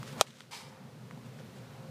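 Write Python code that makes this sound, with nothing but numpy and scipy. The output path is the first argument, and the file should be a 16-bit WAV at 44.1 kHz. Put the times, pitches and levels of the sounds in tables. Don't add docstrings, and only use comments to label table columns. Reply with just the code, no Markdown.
import sys
import numpy as np
from scipy import signal
from scipy.fft import rfft, irfft
from scipy.io import wavfile
from scipy.ndimage import uniform_filter1d, minimum_filter1d

SR = 44100
rng = np.random.default_rng(int(sys.argv[2]) if len(sys.argv) > 2 else 0)


def wav_record(signal):
    frames = np.transpose(np.atleast_2d(signal))
    bounded = np.clip(frames, -1, 1)
    quanta = np.round(bounded * 32767).astype(np.int16)
    wavfile.write(sys.argv[1], SR, quanta)


N = 83790
HIT_S, ECHO_S = .21137, .51

# frequency_hz, relative_db
TRAFFIC_SPECTRUM = [(30, -51), (60, -25), (90, -14.5), (120, -0.5), (145, 0.5), (180, -6), (230, -4),
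                    (300, -17.5), (450, -14.5), (700, -20), (1000, -21.5), (2000, -29.5), (4000, -39),
                    (15000, -65)]
# time_s, level_db
TRAFFIC_LEVELS = [(0, -46.5), (.25, -44), (.5, -47), (.72, -43), (1.05, -45), (1.2, -44.5), (1.5, -46.5),
                  (1.9, -48.5)]
# pitch_hz, relative_db
MACHINE_TONES = [(124, -12), (140, -13), (410, -22), (526, -14), (1459, -28)]
# frequency_hz, relative_db
HISS_SPECTRUM = [(300, -8), (1500, 2), (4000, -0.5), (8000, -7.5), (15000, -13)]
# time_s, level_db
HISS_LEVELS = [(0, -56), (.8, -57), (1.4, -58), (1.9, -62)]
# frequency_hz, relative_db
GRIT_SPECTRUM = [(300, -27), (1000, 0), (3500, 0), (8000, -7), (15000, -23.5)]
# start_s, level_db, pitch_hz, grit_relative_db
SHOE_TICKS = [(0.0298, -30, 1150, 0), (.077, -36, 1450, -3), (0.272, -29, 2900, -4), (0.306, -34, 3600, 3),
              (0.406, -21, 3450, -7), (0.4073, -26.5, 1530, -22), (0.418, -30, 3480, -5),
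              (1.1102, -31, 1120, -15), (1.1104, -31, 2100, -13), (1.175, -36, 850, -7),
              (1.248, -42, 1120, -8), (1.39, -38, 1710, -13), (1.404, -32, 530, -26)]
# centre_s, half_width_s, level_db
SHOE_SCUFFS = [(0.084, 0.034, -53.5), (0.129, 0.012, -55), (0.222, 0.037, -46.5), (0.284, .014, -48),
               (0.372, 0.097, -49.5), (1.265, 0.014, -61), (1.398, 0.023, -61), (1.58, 0.031, -62)]
# frequency_hz, relative_db
SWING_SPECTRUM = [(50, -28), (150, -4), (350, -10.5), (600, -4.5), (1300, -10), (3000, -28.5), (15000, -38)]
# frequency_hz, relative_db
ECHO_SPECTRUM = [(200, -32), (450, 2), (560, -7), (740, -5.5), (880, 7.5), (1080, -4), (1300, -3),
                 (1550, -6.5), (2050, -3), (2330, 0.5), (2900, -3.5), (3450, -1.5), (4000, -2), (4600, 0.5),
                 (6000, -2.5), (8000, -6), (12000, -14.5), (15000, -24)]
# frequency_hz, t60_s
ECHO_DECAY = [(500, 0.87), (1000, 1), (2500, 0.52), (6000, 0.44), (14000, 0.494)]
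# frequency_hz, relative_db
SCATTER_SPECTRUM = [(150, -16), (330, -22), (500, 4), (900, 8), (1400, -3), (1650, -12), (2100, -12),
                    (2400, -1), (3400, 1), (6000, -2), (10000, -11), (15000, -28)]
# frequency_hz, relative_db
TAIL_SPECTRUM = [(300, -8), (900, -2), (2000, -5), (4000, 0), (8000, -3), (15000, -14)]
# pitch_hz, relative_db, t60_s
BAT_MODES = [(917, -13, 0.017), (1390, -14.5, .008), (1976, -20.5, 0.005), (2428, -35.5, 0.029),
             (3264, -18, 0.017), (3945, -19, 0.018), (4500, -31.5, 0.028), (5200, -29, 0.015),
             (5430, -36, 0.019), (6113, -40, .034)]


def from_db(db):
    return 10 ** (np.asarray(db) / 20)


def unit_rms(x):
    return x / np.sqrt(np.mean(x ** 2) + 1e-20)


def seconds():
    return np.arange(N) / SR


def in_time(points):
    return np.interp(seconds(), *np.transpose(points))


def at_hz(points, hz):
    frequencies, values = np.transpose(points)
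    return np.interp(np.log(hz), np.log(frequencies), values)


def cut(x, hz, kind, order=2):
    return signal.sosfilt(signal.butter(order, hz, kind, fs=SR, output="sos"), x + 1e-18)


def delay(x, lag_s):
    return np.concatenate([np.zeros(round(lag_s * SR)), x])[:N]


def click(start_s):
    return delay(signal.unit_impulse(N), start_s)


def ring(x, hz, t60_s):
    radius = np.exp(-np.log(1000) / (t60_s * SR))
    angle = 2 * np.pi * hz / SR
    return signal.lfilter([0, np.sin(angle)], [1, -2 * radius * np.cos(angle), radius ** 2], x + 1e-18)


def decay(start_s, t60_s):
    age = seconds() - start_s
    return (age >= 0) * np.exp(-np.log(1000) * np.maximum(age, 0) / t60_s)


def swell(centre_s, half_width_s):
    return np.exp(-((seconds() - centre_s) / half_width_s) ** 2)


def drift(corner_hz):
    hop, settling = 100, 1000
    pole = np.exp(-2 * np.pi * corner_hz * hop / SR)
    white = rng.standard_normal(N // hop + settling + 2)
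    slow = signal.lfilter([1], [1, -2 * pole, pole ** 2], white)[settling:]
    return np.interp(np.arange(N) / hop, np.arange(len(slow)), unit_rms(slow))


def noise(spectrum, envelope=None):
    hz = np.maximum(np.arange(N // 2 + 1) * SR / N, 1)
    bins = rfft(rng.standard_normal(N)) * from_db(at_hz(spectrum, hz))
    bins /= np.std(irfft(bins, N))
    if envelope is None:
        return irfft(bins, N)
    out = 0
    for centre_hz in 31.25 * 2 ** (np.arange(19) / 2):
        band = np.maximum(1 - 2 * np.abs(np.log2(hz / centre_hz)), 0)
        out += irfft(bins * band, N) * envelope(centre_hz)
    return out


def surroundings():
    waver_db, linewidth_hz = 1.5, 3.0
    traffic = noise(TRAFFIC_SPECTRUM, lambda hz: from_db(waver_db * drift(corner_hz=4.7)))
    hiss = from_db(in_time(HISS_LEVELS)) * noise(HISS_SPECTRUM)
    hum = 0
    for pitch_hz, relative_db in MACHINE_TONES:
        phase = 2 * np.pi * pitch_hz * seconds()
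        wavering = drift(linewidth_hz) * np.sin(phase) + drift(linewidth_hz) * np.cos(phase)
        hum += from_db(relative_db) * wavering
    return from_db(in_time(TRAFFIC_LEVELS)) * (traffic + hum) + hiss


def footwork():
    grit = noise(GRIT_SPECTRUM)
    ticks = 0
    for start_s, level_db, pitch_hz, grit_relative_db in SHOE_TICKS:
        tone = ring(click(start_s), pitch_hz, t60_s=9 / pitch_hz)
        spray = from_db(grit_relative_db - 14) * grit * decay(start_s, t60_s=.024)
        ticks += from_db(level_db) * (tone + spray)
    clumps = from_db(2.5 * drift(corner_hz=150))
    scuffs = sum(from_db(db) * swell(centre_s, half_s) for centre_s, half_s, db in SHOE_SCUFFS)
    return cut(ticks, 610, "high") + grit * clumps * scuffs


def swing():
    return from_db(-43.5) * noise(SWING_SPECTRUM) * swell(centre_s=.217, half_width_s=.05)


def far_echo():
    rise_s, hold_s, first_share = .024, .022, .37
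    age = seconds() - ECHO_S
    rise = (age > 0) * np.minimum(first_share + (1 - first_share) * age / rise_s, 1)
    fading_s = np.maximum(age - rise_s - hold_s, 0)
    uneven_gain = from_db(-35.5 + drift(corner_hz=79))
    reflections = noise(ECHO_SPECTRUM, lambda hz: from_db(-60 * fading_s / at_hz(ECHO_DECAY, hz)))
    wash = uneven_gain * rise * reflections
    overtones = sum(ring(wash, hz, t60_s=.014) for hz, _, _ in BAT_MODES if hz > 2200)
    return wash + from_db(-9) * np.std(wash) * unit_rms(overtones)


def near_reflections(direct):
    ground = .95 * delay(cut(direct, 1542, "low", order=1), lag_s=.001583)
    close_object = from_db(-19.5) * delay(direct, lag_s=.00655)
    diffuse_start_s = HIT_S + .0019
    scatter = from_db(-28.5) * noise(SCATTER_SPECTRUM) * decay(diffuse_start_s, t60_s=.04)
    tail = from_db(-47) * noise(TAIL_SPECTRUM) * decay(diffuse_start_s, t60_s=.09)
    return ground + close_object + scatter + tail


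def bat_crack():
    blow = click(HIT_S)
    snap = from_db(9.5) * cut(cut(blow, 607, "high"), 7750, "low")
    thump = from_db(-36) * ring(blow, hz=130, t60_s=.012)
    modes = sum(from_db(db) * ring(blow, hz, t60_s) for hz, db, t60_s in BAT_MODES)
    ringing = delay(cut(modes, 304, "high"), lag_s=.00037)
    direct = snap + thump - ringing
    return from_db(12.5) * cut(direct + near_reflections(direct), 14300, "low", order=4)


def scene():
    return (bat_crack() + far_echo() + footwork() + swing() + surroundings())[None]


def record(dry):
    ceiling_db, recovery_db_per_s, lookahead_s = .71, 7.5, .0023
    excess_db = np.maximum(20 * np.log10(np.abs(dry[0]) + 1e-9) - ceiling_db, 0)
    recovery_db = recovery_db_per_s * seconds()
    reduction_db = np.maximum.accumulate(excess_db + recovery_db) - recovery_db
    ahead = int(lookahead_s * SR)
    gain_db = uniform_filter1d(minimum_filter1d(-reduction_db, 2 * ahead + 1), ahead)
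    low_pass = signal.firwin(511, cutoff=15300, fs=SR)
    return signal.fftconvolve(dry * from_db(gain_db), low_pass[None], "same")


dry = scene()
out = record(dry)
wav_record(out)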